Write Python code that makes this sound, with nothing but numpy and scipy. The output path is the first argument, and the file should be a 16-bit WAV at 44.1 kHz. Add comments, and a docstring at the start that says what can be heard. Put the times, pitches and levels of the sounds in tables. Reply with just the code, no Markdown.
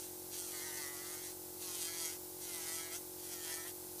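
"""A pedicure drill buzzes, squeals and rasps against hard skin, close by, in four strokes.
The burr slows under load. Once a turn it knocks the handpiece into ringing and drags its grit
over the skin, now and then catching an edge. Behind it the suction pump throbs steadily
over faint mains hum, and air hisses into the nozzle above the low rush of the room."""
import sys
import numpy as np
from scipy import signal
from scipy.fft import rfft, irfft
from scipy.io import wavfile
from scipy.ndimage import uniform_filter1d, map_coordinates

SR = 44100
rng = np.random.default_rng(int(sys.argv[2]) if len(sys.argv) > 2 else 0)


def generate_wav(signal):
    """Clip the signal to [-1, 1] and save it as 16-bit WAV at the path in sys.argv[1]."""
    frames = np.transpose(np.atleast_2d(signal))
    scaled = np.clip(frames, -1, 1) * 32767
    pcm = np.round(scaled).astype(np.int16)
    wavfile.write(sys.argv[1], SR, pcm)


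N = 176400


def undb(db):
    """Decibels to gain."""
    return 10 ** (np.asarray(db) / 20)


def unit(x):
    """Scale to rms 1."""
    return x / np.sqrt(np.mean(x ** 2))


def walk(rate_hz):
    """Smooth random drift, spread near 1."""
    hold = int(SR / rate_hz)
    steps = np.repeat(rng.standard_normal(N // hold + 1), hold)
    return 1.296 * uniform_filter1d(uniform_filter1d(steps, hold), hold)[:N]


def colour(x, curve):
    """Minimum-phase filter through (freq_hz, gain_db) points; rms 1."""
    hz, db = np.array(curve, float).T
    bins_hz = np.maximum(np.fft.rfftfreq(N, 1 / SR), 1)
    gain = undb(np.interp(np.log(bins_hz), np.log(hz), db))
    cepstrum = irfft(np.log(gain), N)
    cepstrum[1:N // 2] *= 2
    cepstrum[N // 2 + 1:] = 0
    return unit(irfft(rfft(x) * np.exp(rfft(cepstrum)), N))


def ring(x, modes):
    """Drive damped (pitch_hz, width_hz, gain_db) resonances; rms 1."""
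    s = 1j * np.fft.rfftfreq(N, 1 / SR)
    response = sum(undb(db) * width * s / (s * s + width * s + hz * hz) for hz, width, db in modes)
    return unit(irfft(rfft(x) * response, N))


def swells(t, rows):
    """Sum of bell-shaped gains."""
    return sum(undb(db) * np.exp(-((t - centre_s) / half_s) ** 2) for centre_s, half_s, db in rows)


def contact(t, stroke, release_s=0.014):
    """Knocking and rubbing gains of one stroke, fading quickly outside it."""
    time_s, knock_db, rub_db = np.array(stroke).T
    outside_s = np.maximum(0, np.maximum(time_s[0] - t, t - time_s[-1]))
    fade = np.exp(-outside_s / release_s)
    return [undb(np.interp(t, time_s, db)) * fade for db in (knock_db, rub_db)]


# Skin contact, one list per stroke: time_s, knock_db, rub_db
STROKES = [
    [(0.325, -78, -51.5), (0.335, -72, -46), (0.385, -82, -47.5), (0.495, -76, -48), (0.539, -55, -47.5),
     (0.567, -56, -47.5), (0.599, -60, -46.5), (0.637, -56.5, -47), (0.751, -54.5, -48.5),
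     (0.783, -51.5, -45), (0.903, -54.5, -52), (1.055, -60, -50.5), (1.155, -55.5, -49.5),
     (1.207, -61.5, -53.5), (1.263, -61, -48.5), (1.32, -78, -52)],
    [(1.6, -81, -53), (1.624, -71, -46.5), (1.838, -70.5, -43.5), (1.852, -79, -42), (1.884, -51, -45.5),
     (1.912, -57.5, -48.5), (1.966, -57, -46), (2.018, -59, -41.5), (2.084, -56.5, -42.5), (2.16, -67, -53)],
    [(2.41, -75, -53), (2.42, -87, -48), (2.464, -65, -49), (2.54, -56.5, -46), (2.586, -57, -47.5),
     (2.722, -53.5, -44.5), (2.77, -59, -43.5), (2.79, -52, -45), (2.896, -55, -53.5), (2.93, -54, -45.5),
     (2.962, -58, -43), (2.985, -74, -52)],
    [(3.2, -73, -52), (3.206, -84, -56), (3.244, -66, -50.5), (3.296, -66, -52), (3.334, -63, -44),
     (3.368, -62, -53), (3.542, -48.5, -43), (3.562, -60, -49), (3.57, -51.5, -47.5), (3.644, -57, -54),
     (3.666, -50.5, -50), (3.684, -66, -47.5), (3.712, -64, -51), (3.715, -73, -61)],
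]
# Grip, one row per stroke: squeal_hz, squeal_gain_db, buzz_gain_db, whine_gain_db
GRIPS = [(2000, -1, -6, -16), (2110, -2, -6, -11), (2050, -3.5, -5, -16.5), (1900, -3.5, -6, -12.5)]
# Light brushes of the burr: centre_s, half_width_s, level_db
LIGHT_BRUSHES = [(0.03, 0.055, -50.5), (4.0, 0.026, -51.5)]
# Burr catching an edge: centre_s, half_width_s, level_db
EDGE_CATCHES = [(0.398, .02, -46.5), (.8, 0.026, -54), (1.833, 0.017, -48), (2.035, 0.024, -62),
                (2.535, 0.023, -53), (2.736, 0.034, -56)]
# Burr shank resonances: pitch_hz, width_hz, gain_db
SHANK_MODES = [(3260, 80, -1.5), (4940, 300, -4.5), (5370, 87, -8), (6600, 100, -3.5)]
# Burr head resonances: pitch_hz, width_hz, gain_db
HEAD_MODES = [(4750, 200, -2), (6500, 710, -2), (8600, 2000, 12), (10700, 900, -8)]
# Spectrum of grit on skin: freq_hz, gain_db
RASP_CURVE = [(300, -23.5), (1200, -13), (2600, -9.5), (3250, -6.5), (3650, -6), (4100, -3), (4700, -3.5),
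              (5250, -6), (5800, 2.5), (6150, -0.5), (6550, 0), (7200, -3), (8700, 1.5), (9800, -3),
              (10900, 0), (13000, -7), (15500, -22.5)]


def drill(t, squeal_width_hz=347, drag_gain_db=-22, rasp_gain_db=0.06, tick_gain_db=-17.5):
    """Each turn the burr knocks and scrapes, ringing handpiece, shank and head over the motor's buzz."""
    speed_hz, turns = rotation(t)
    knock_scatter, bite_scatter = rng.standard_normal((N // 100, 2)).T  # indexed by turn
    pulses = knock_pulses(speed_hz, turns, knock_scatter)
    scrape = grit(t, turns, bite_scatter)
    knocks = unit(pulses) + 0.36 * scrape
    buzz = motor(turns)
    whine = ring(knocks, SHANK_MODES)
    pressure = swells(t, LIGHT_BRUSHES)
    handpiece = np.zeros(N)
    for stroke, (squeal_hz, squeal_db, buzz_db, whine_db) in zip(STROKES, GRIPS):
        knocking, rubbing = contact(t, stroke)
        mode = [(squeal_hz, squeal_width_hz, 0)]
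        squeal = ring(ring(knocks, mode), mode)
        handpiece += squeal * knocking * undb(squeal_db)
        handpiece += buzz * (knocking * undb(buzz_db) + rubbing * undb(drag_gain_db))
        handpiece += whine * rubbing * undb(whine_db)
        pressure += rubbing
    rasp = colour(scrape, RASP_CURVE) * pressure * undb(rasp_gain_db)
    ticks = ring(pulses, HEAD_MODES) * (pressure * undb(tick_gain_db) + swells(t, EDGE_CATCHES))
    return handpiece + rasp + ticks


# Burr speed, one list per stroke: time_s, speed_hz
BURR_SPEED = [
    [(.32, 194), (.39, 180), (.46, 174), (.51, 155), (.56, 153), (.6, 146), (.65, 159), (.72, 150),
     (.78, 151.5), (.86, 140), (.91, 143.5), (.97, 140), (1.04, 144.5), (1.11, 151.5), (1.18, 156),
     (1.25, 165), (1.32, 188)],
    [(1.59, 192), (1.71, 177.5), (1.77, 177), (1.82, 165), (1.9, 168.5), (2.02, 165.5), (2.1, 160),
     (2.16, 188)],
    [(2.41, 194), (2.49, 176), (2.62, 162.3), (2.71, 163.3), (2.76, 165.3), (2.8, 163.7), (2.86, 166),
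     (2.92, 162), (2.98, 186)],
    [(3.19, 194), (3.25, 182.5), (3.3, 180), (3.4, 165), (3.45, 163.8), (3.49, 161.7), (3.56, 164),
     (3.64, 165), (3.72, 188)],
]


def rotation(t, jitter=0.003):
    """The burr slows under load; returns its speed and running count of turns."""
    speed_hz = np.interp(t, *np.vstack(BURR_SPEED).T)
    speed_hz = uniform_filter1d(speed_hz, SR // 50) * (1 + jitter * walk(60))
    return speed_hz, np.cumsum(speed_hz) / SR


def knock_pulses(speed_hz, turns, scatter, scatter_db=1):
    """One band-limited knock a turn, uneven in strength."""
    nearest = np.round(turns).astype(int)
    offset_samples = (turns - nearest) * SR / speed_hz
    pulses = np.sinc(offset_samples) * np.exp(-(offset_samples / 4) ** 2)
    return pulses * undb(scatter_db * scatter[nearest])


def grit(t, turns, scatter, repeat_share=0.79, wear_per_s=16, bite_decay_turns=0.2, grain_db=3.5):
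    """Grit bites once a turn; its roughness comes round again, changing as the skin wears."""
    size = 256
    surface = rng.standard_normal((size, size))
    position = [t * wear_per_s, turns % 1 * size]
    repeating = unit(map_coordinates(surface, position, order=3, mode="grid-wrap"))
    drag = np.sqrt(repeat_share) * repeating + np.sqrt(1 - repeat_share) * rng.standard_normal(N)
    bite_db = -3 + 2 * scatter[turns.astype(int)]
    bite = 1 + np.exp(-(turns % 1) / bite_decay_turns) * undb(bite_db)
    return unit(drag * bite * undb(grain_db * walk(4000)))


# Buzz of the loaded motor: shaft_multiple, gain_db
MOTOR_PARTIALS = [(4, -4.5), (5, -6), (6, -3.5), (7, -7), (8, 0), (9, -4), (10, -1.5), (11, -5), (14, -2),
                  (15, -7.5), (19, -6.5), (20, -5.5)]


def motor(turns, flutter_db=3.5):
    """Partials locked to the shaft, each wavering in level by itself."""
    buzz = np.zeros(N)
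    for multiple, db in MOTOR_PARTIALS:
        partial = np.sin(2 * np.pi * (multiple * turns + rng.random()))
        buzz += partial * undb(db + flutter_db * walk(29.93))
    return unit(buzz)


# Suction pump throb: harmonic, gain_db
PUMP_PARTIALS = [(1, -17.5), (2, -14.5), (3, -15.5), (4, -15.5), (5, -21), (6, -28.5), (7, -4), (8, 1),
                 (9, -19.5), (10, -15.5), (11, -11.5), (12, -22.5), (13, -12.5), (14, -30.5), (15, -17.5),
                 (16, -20.5), (17, -13.5), (18, -16), (19, -12), (20, -17), (21, -33), (22, -23), (23, -21)]


def pump(rate_hz=45.22, level_db=-54, wander=0.00069, offset_s=0.02, delay_s_per_khz=0.00808):
    """The pump throbs once a cycle; its upper partials arrive later, blurred by the room."""
    cycles = np.cumsum(rate_hz * (1 + wander * walk(4.9))) / SR - offset_s * rate_hz
    throb = np.zeros(N)
    for harmonic, db in PUMP_PARTIALS:
        hz = harmonic * rate_hz
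        lag_cycles = delay_s_per_khz / 1000 * hz ** 2 / 2
        lag_cycles += rng.uniform(-.5, .5) * (hz / 900) ** 2  # phase fully random from 900 Hz up
        throb += undb(db) * np.sin(2 * np.pi * (harmonic * cycles - lag_cycles))
    return unit(throb) * undb(level_db)


def mains_hum(t, pitch_hz=99.9, level_db=-72.5):
    """Mains hum, beating against the pump."""
    return unit(np.sin(2 * np.pi * pitch_hz * t)) * undb(level_db)


# Spectrum of air at the nozzle: freq_hz, gain_db
NOZZLE_CURVE = [(880, -35), (1500, -12.5), (1680, -14.5), (1750, -21), (1960, -13.5), (2250, -15),
                (2890, -15), (3270, -13.5), (4290, -8.5), (6240, -6), (8660, -3), (9450, -2), (15000, -2)]


def nozzle_hiss(level_db=-47.5, flutter_db=0.15):
    """Air drawn into the nozzle hisses steadily."""
    return colour(rng.standard_normal(N), NOZZLE_CURVE) * undb(level_db + flutter_db * walk(15))


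# Spectrum of the room: freq_hz, gain_db
ROOM_CURVE = [(25, -12), (60, -7.5), (150, -1.5), (260, -1), (400, 2), (800, -7), (1200, -3.5),
              (2000, -18.5), (5000, -75)]


def room_rush(level_db=-65.5):
    """Low, steady rush of the room."""
    return colour(rng.standard_normal(N), ROOM_CURVE) * undb(level_db)


def scene():
    """Drill over pump, hum and air, the same in both channels."""
    t = np.arange(N) / SR
    mix = drill(t) + pump() + mains_hum(t) + nozzle_hiss() + room_rush()
    return np.tile(mix, (2, 1))


def record(dry):
    """Steep low-pass at 15.3 kHz."""
    return signal.sosfilt(signal.ellip(12, .1, 80, 15300, fs=SR, output="sos"), dry)


dry = scene()
out = record(dry)
generate_wav(out)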